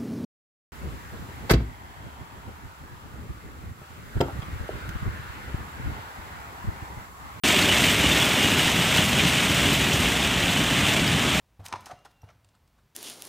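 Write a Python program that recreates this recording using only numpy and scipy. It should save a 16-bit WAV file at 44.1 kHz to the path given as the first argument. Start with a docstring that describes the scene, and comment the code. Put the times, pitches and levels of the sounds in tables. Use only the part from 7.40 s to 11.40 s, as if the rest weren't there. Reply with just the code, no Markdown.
"""Hail clattering on a wooden deck and glass doors in heavy rain, heard in mono from inside the room.
Stones crack and ring on the wet boards; a few hard ones tick on the glass, where fine spray crackles.
The panes and roof drum in their low modes over a deep rumble. Far drops merge into a wash behind it all.
The shower eases a little."""
import sys
import numpy as np
from scipy import signal
from scipy.fft import rfft, irfft, next_fast_len
from scipy.io import wavfile
from scipy.ndimage import map_coordinates

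SR = 44100
rng = np.random.default_rng(int(sys.argv[2]) if len(sys.argv) > 2 else 0)


def persist_wave(psi):
    """Save psi, clipped to +-1, as 16-bit WAV."""
    counts = np.round(np.clip(psi, -1, 1) * 32767).astype(np.int16)
    wavfile.write(sys.argv[1], SR, np.atleast_2d(counts).T)


N = 176400

HAIL_LEVEL = [(.04,-22.5),(.12,-19.5),(.22,-23),(.3,-23),(.35,-22.5),(.39,-22),(.46,-20.5),(.56,-24),(.79,-22),(.87,-24),(1.2,-23.5),(1.35,-27),(1.59,-22),(1.69,-27.5),(1.8,-24.5),(2.3,-24.5),(2.6,-27),(2.82,-25.5),(2.98,-27),(3.17,-26),(3.38,-26.5),(3.45,-24),(3.58,-25.5),(3.7,-27),(4,-26.5)]  # hail strength: t/s, level/dB
DECK_COLOUR = [(60, -56), (250, -13.5), (480, -7), (630, -5), (800, -6.5), (1300, -10), (1600, -4.5),
               (2000, -1.5), (2500, -2.5), (2950, -2.5), (3500, -5), (4000, -9.5), (4800, -12.5),
               (7000, -9.5), (8400, -10), (9700, -19), (10500, -28), (12000, -20), (15300, -18.5)]  # wet boards: f/Hz, gain/dB
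DECK_CLACKS = [(0.286,-15),(.44,-11.5),(0.482,-24),(0.773,-11.5),(.912,-14),(1.184,-20),(1.255,-15),(1.565,-19),(1.793,-17),(1.85,-16),(2.124,-16),(2.338,-14),(2.657,-16.5),(3.516,-20),(3.594,-14)]  # big stones: t/s, level/dB
GLASS_TICKS = [(.0846,-15,.03),(.28,-21,.015),(.443,-17,.03),(.503,-20,.034),(1.029,-22,.03),(1.088,-25,.015),(1.428,-27,.02),(1.5,-25,.012),(1.572,-15.5,.025),(2.329,-19,0.033),(2.398,-22,.015),(2.534,-20,.04),(3.32,-27,.02),(3.535,-24,.03),(3.677,-22,.03)]  # hard stones: t/s, level/dB, t60/s
STONE_PINGS = [(0.225,4340,-22),(.298,3000,-17),(0.656,2890,-19),(1.044,2880,-18),(1.193,2900,-17),(1.573,4130,-21),(1.797,2440,-16),(2.255,2970,-20),(2.655,2970,-19),(3.165,3000,-19),(3.677,5030,-24)]  # pitched stones: t/s, f/Hz, level/dB
RING_SWELLS = [(.275,0.072,2970,2880,-26.5),(.445,0.076,3060,2880,-24),(0.602,.085,3020,2880,-26),(0.684,.05,3480,3520,-29),(.79,0.049,3200,3430,-26),(1.021,0.059,2950,2880,-30),(1.175,0.07,2930,2870,-26),(1.39,0.053,2990,3030,-28),(1.56,.04,3000,2980,-29)]  # narrow ringing: t/s, length/s, start f/Hz, end f/Hz, level/dB
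PANE_MODES = [(63.7, 5.2, -7.5), (75.4, 8.7, -3), (99.2, 15.3, -1.5), (135, 17.2, 1), (175.4, 17.8, 2.5),
              (204.3, 23.5, 1), (243.2, 40.3, 0), (290.3, 38, 0), (393, 73, -6)]  # panes and roof: f/Hz, width/Hz, level/dB
DRUM_LEVEL = [(.05,-28.5),(.25,-27),(.6,-28.5),(.92,-28.5),(1.14,-25.5),(1.32,-27.5),(1.5,-26),(1.8,-25.5),(1.96,-27.5),(2.3,-23.5),(2.42,-26.5),(2.55,-27),(2.9,-27.5),(3.15,-27),(3.22,-27),(3.3,-28),(3.65,-25),(4,-26)]  # low drumming: t/s, level/dB
DRUM_TILT = [(.05,4.5),(1.1,4),(1.4,-3.5),(2.3,0),(2.8,-1),(4,-1.5)]  # upper modes against lower: t/s, level/dB
PANE_KNOCKS = [(.242,300,-15),(0.416,205,-18),(.642,322,-13.5),(.66,105,-15),(.825,150,-20),(1.047,200,-15),(1.125,240,-21),(1.39,164,-16),(1.589,186,-15),(1.785,190,-17),(1.86,175,-19),(1.976,196,-22),(2.321,172,-13),(2.488,150,-16),(2.539,140,-16),(2.599,178,-17.5),(3.192,221,-14),(3.235,180,-17),(3.326,167,-18.5),(3.43,180,-19),(3.629,150,-19),(3.745,180,-17),(3.88,220,-21)]  # heavy stones: t/s, favoured f/Hz, level/dB
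SPRAY_LEVEL = [(.05,-33),(.3,-35.5),(.48,-32),(.66,-38),(.8,-33.5),(.88,-37),(1.15,-34),(1.37,-37),(1.5,-38),(2.27,-37),(2.7,-39),(2.98,-50),(3.2,-37),(3.38,-43),(3.48,-39),(3.7,-55),(4,-54)]  # spray on glass: t/s, level/dB
SPRAY_SPECTRUM = [(2000,-18),(4500,2.5),(8400,1),(9700,-1),(10500,-10.5),(12000,-3),(15300,-6)]  # spray on glass: f/Hz, gain/dB
WASH_LEVEL = [(.05,-26.5),(2.2,-26.5),(2.55,-27.5),(3.1,-28),(4,-26)]  # far rain: t/s, level/dB
WASH_SPECTRUM = [(60,-14.5),(250,-8.5),(480,-4.5),(630,0),(800,-3),(1300,-2.5),(2000,-4),(2900,-1.5),(3500,-2),(4500,-13.5),(8400,-14),(10500,-22),(15300,-28)]  # far rain: f/Hz, gain/dB
RUMBLE_LEVEL = [(.05,-50),(.45,-45),(.7,-39),(1,-48),(1.98,-44),(2.15,-39),(2.55,-38),(2.88,-36),(3.1,-41),(4,-43)]  # deep rumble: t/s, level/dB
# impact colours: f/Hz, gain/dB
BODY_COLOUR = [(3800, 2.5), (6000, -6.5), (9000, -36.5)]
SPLASH_COLOUR = [(2000, -22.5), (3800, -2.5), (5500, -1.5)]
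CLACK_COLOUR = [(300, 8), (1300, -5), (2200, 14), (3200, 9.5), (4800, 1), (12000, -23)]
TICK_COLOUR = [(500, -7), (3000, 8), (8000, 6), (10500, -8), (13000, 0), (15000, -1)]
PANE_COLOUR = [(25, -35), (48, -16), (58, 2), (400, -2), (1000, -20)]

FFT_SIZE = 2 * next_fast_len(N)


def hail():
    """Flurries of stones crack and ring on the deck."""
    flurries = amp(curve(HAIL_LEVEL) + 0.22 * wobble(16))
    bounces = amp(-6.5) * rings(per_s=480, centre_hz=2777, log_spread=0.1615, t60_s=0.04)
    boards = amp(-12) * rings(per_s=110, centre_hz=3020, log_spread=0.08, t60_s=0.05)
    smallest_stones = amp(-18.5) * rings(per_s=480, centre_hz=7005, log_spread=0.197, t60_s=0.026)
    return flurries * (amp(-2) * clatter() + bounces + boards + smallest_stones)


def clatter():
    """Each stone cracks on the wet boards: a dull body and a bright splash."""
    times, sizes = fall(per_s=560, spread_db=1.5)
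    body = coloured(unit(cracks(times, sizes, t60_s=0.027)), BODY_COLOUR)
    splash = coloured(unit(cracks(times, sizes, t60_s=0.028)), SPLASH_COLOUR)
    return unit(coloured(body + splash, DECK_COLOUR))


def rings(per_s, centre_hz, log_spread, t60_s):
    """Bouncing stones ring briefly, each at its own pitch."""
    times, sizes = fall(per_s, spread_db=0.5)
    t = np.arange(SR // 25) / SR
    hz = centre_hz * np.exp(log_spread * np.sqrt(6) * rng.triangular(-1, 0, 1, (len(times), 1)))
    return unit(place(times, sizes[:, None] * np.sin(2 * np.pi * hz * t) * amp(-60 * t / t60_s)))


def clacks(gain_db=-8):
    """Big stones clack on the deck."""
    times, db = np.transpose(DECK_CLACKS)
    return coloured(cracks(times, amp(db + gain_db), t60_s=0.042), CLACK_COLOUR)


def ticks(gain_db=-8):
    """Hard stones tick brightly on the glass."""
    times, db, t60_s = np.transpose(GLASS_TICKS)
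    return coloured(cracks(times, amp(db + gain_db), t60_s[:, None]), TICK_COLOUR)


def pings(t60_s=0.044, phase_step_rad=0.069):
    """A few stones ring out, roughened by random phase drift."""
    times, hz, db = np.transpose(STONE_PINGS)
    t = np.arange(SR // 10) / SR
    drift = phase_step_rad * np.cumsum(rng.standard_normal((len(times), len(t))), axis=1)
    envelopes = amp(db[:, None] - 60 * t / t60_s)
    return place(times, envelopes * np.sin(2 * np.pi * hz[:, None] * t + drift))


def swells(width_hz=230):
    """The clatter gathers into short swells of narrow-band ringing."""
    t = np.arange(N) / SR
    out = np.zeros(N)
    for start_s, length_s, start_hz, end_hz, db in RING_SWELLS:
        progress = np.clip((t - start_s) / length_s, 0, 1)
        phase = 2 * np.pi * np.cumsum(start_hz + (end_hz - start_hz) * progress) / SR
        band = wobble(width_hz) * np.cos(phase) + wobble(width_hz) * np.sin(phase)
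        out += amp(db) * np.sin(np.pi * progress) * band
    return out


def drumming(split_hz=290, gain_db=-0.54):
    """Dense thuds on panes and roof, brighter at first."""
    times, sizes = fall(per_s=800, spread_db=1.5)
    blows = sizes * rng.choice([-1, 1], len(sizes))
    patter = unit(panes(place(times, blows[:, None])))
    upper = signal.sosfiltfilt(signal.butter(2, split_hz, "high", fs=SR, output="sos"), patter)
    lower = patter - upper
    return amp(gain_db + curve(DRUM_LEVEL)) * (lower + amp(curve(DRUM_TILT)) * upper)


def panes(blows):
    """Blows drive the low modes: resonators of alternating sign."""
    f = np.fft.rfftfreq(FFT_SIZE, 1 / SR)
    response = sum((-1) ** k * amp(db) * 1j * f * width_hz / (hz * hz - f * f + 1j * f * width_hz)
                   for k, (hz, width_hz, db) in enumerate(PANE_MODES))
    return coloured(irfft(rfft(blows, FFT_SIZE) * response, FFT_SIZE)[:N], PANE_COLOUR)


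def knocks(log_spread=0.2, low_cut_hz=62):
    """A heavy stone rings the low modes; where it lands decides which ones speak."""
    hz, width_hz, mode_db = np.transpose(PANE_MODES)
    times, favoured_hz, db = np.transpose(PANE_KNOCKS)
    t = np.arange(SR // 4) / SR
    modes = np.sin(2 * np.pi * hz[:, None] * t) * np.exp(-np.pi * width_hz[:, None] * t)
    weights = amp(mode_db) * np.exp(-0.5 * (np.log(hz / favoured_hz[:, None]) / log_spread) ** 2)
    shapes = weights @ modes
    shapes /= np.abs(shapes).max(axis=1, keepdims=True)
    thuds = place(times, amp(db)[:, None] * shapes)
    return signal.sosfilt(signal.butter(4, low_cut_hz, "high", fs=SR, output="sos"), thuds)


def spray():
    """Small drops crackle on the glass in uneven bursts."""
    times, sizes = fall(per_s=460, spread_db=-1.5)
    crackle = unit(coloured(cracks(times, sizes, t60_s=0.028), SPRAY_SPECTRUM))
    return crackle * amp(curve(SPRAY_LEVEL) + 1.9 * wobble(21.27))


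def wash():
    """Countless far drops merge into a hiss."""
    hiss = unit(coloured(rng.standard_normal(N), WASH_SPECTRUM))
    return hiss * amp(curve(WASH_LEVEL) + 0.72 * wobble(12))


def rumble(centre_hz=60.95, wander_hz=5):
    """A deep, wavering tone comes and goes."""
    phase = 2 * np.pi * np.cumsum(centre_hz + wander_hz * wobble(18)) / SR
    return unit(np.sin(phase)) * amp(curve(RUMBLE_LEVEL) + 1.1 * wobble(9))


def room(x, t60_s=0.18, predelay_s=0.004, blocks=24):
    """Short room reverberation, a fresh tail per time block."""
    t = np.arange(SR // 4) / SR
    out = np.zeros(N + len(t))
    for block in np.array_split(np.arange(N), blocks):
        tail = rng.standard_normal(len(t)) * amp(-60 * t / t60_s) * (t > predelay_s)
        echo = signal.fftconvolve(x[block], tail / np.linalg.norm(tail))
        out[block[0]:][:len(echo)] += echo
    return out[:N]


def fall(per_s, spread_db, rarity_floor=0.039):
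    """Random impact times and sizes; rare ones are louder, or softer if spread_db < 0."""
    when, rarity = rng.random((int(per_s * N / SR), 2)).T
    return when * N / SR, amp(-spread_db * np.log(rarity + rarity_floor))


def cracks(times, sizes, t60_s, contact_gain=3.1):
    """Per impact: a sharp contact, then a dying noise burst."""
    t = np.arange(SR // 25) / SR
    burst = rng.standard_normal((len(times), len(t)))
    burst[:, 0] = contact_gain * np.sign(burst[:, 0])
    return place(times, sizes[:, None] * amp(-60 * t / t60_s) * burst)


def place(times, shapes):
    """Sum one row of sound at each time."""
    at = (np.asarray(times) * SR).astype(int)[:, None] + np.arange(shapes.shape[1])
    return np.bincount(at.ravel(), shapes.ravel(), N)[:N]


def coloured(x, points):
    """Minimum-phase filter from rows of f/Hz, gain/dB."""
    hz, db = np.transpose(points)
    gain_db = np.interp(np.log(np.fft.rfftfreq(FFT_SIZE, 1 / SR) + 1), np.log(hz), db)
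    cepstrum = irfft(np.log(amp(gain_db)), FFT_SIZE)
    cepstrum[1:FFT_SIZE // 2] *= 2
    cepstrum[FFT_SIZE // 2:] = 0
    return irfft(rfft(x, FFT_SIZE) * np.exp(rfft(cepstrum)), FFT_SIZE)[:N]


def wobble(knots_per_s):
    """Smooth random curve."""
    knots = rng.standard_normal(int(N * knots_per_s / SR) + 4)
    return map_coordinates(knots, [np.arange(N) * knots_per_s / SR])


def curve(rows):
    """Per-sample values from rows of t/s, value."""
    return np.interp(np.arange(N) / SR, *np.transpose(rows))


def amp(db):
    """Decibels to gain."""
    return 10 ** (np.asarray(db) / 20)


def unit(x):
    """Scale to rms 1."""
    return x / np.sqrt(np.mean(x ** 2) + 1e-20)


def scene(room_db=-13.5):
    """Hail and rain echo in the room; the panes drum close by."""
    outside = hail() + wash() + spray() + ticks() + clacks() + pings() + swells()
    mono = outside + amp(room_db) * room(outside) + drumming() + knocks() + rumble()
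    return np.array([mono, mono])


def record(dry, start_s=0.036, top_hz=15330):
    """Abrupt start, hard band limit."""
    started = dry * (np.arange(N) / SR > start_s)
    passband = np.fft.rfftfreq(FFT_SIZE, 1 / SR) < top_hz
    return irfft(rfft(started, FFT_SIZE) * passband, FFT_SIZE)[:, :N]


dry = scene()
out = record(dry)
persist_wave(out)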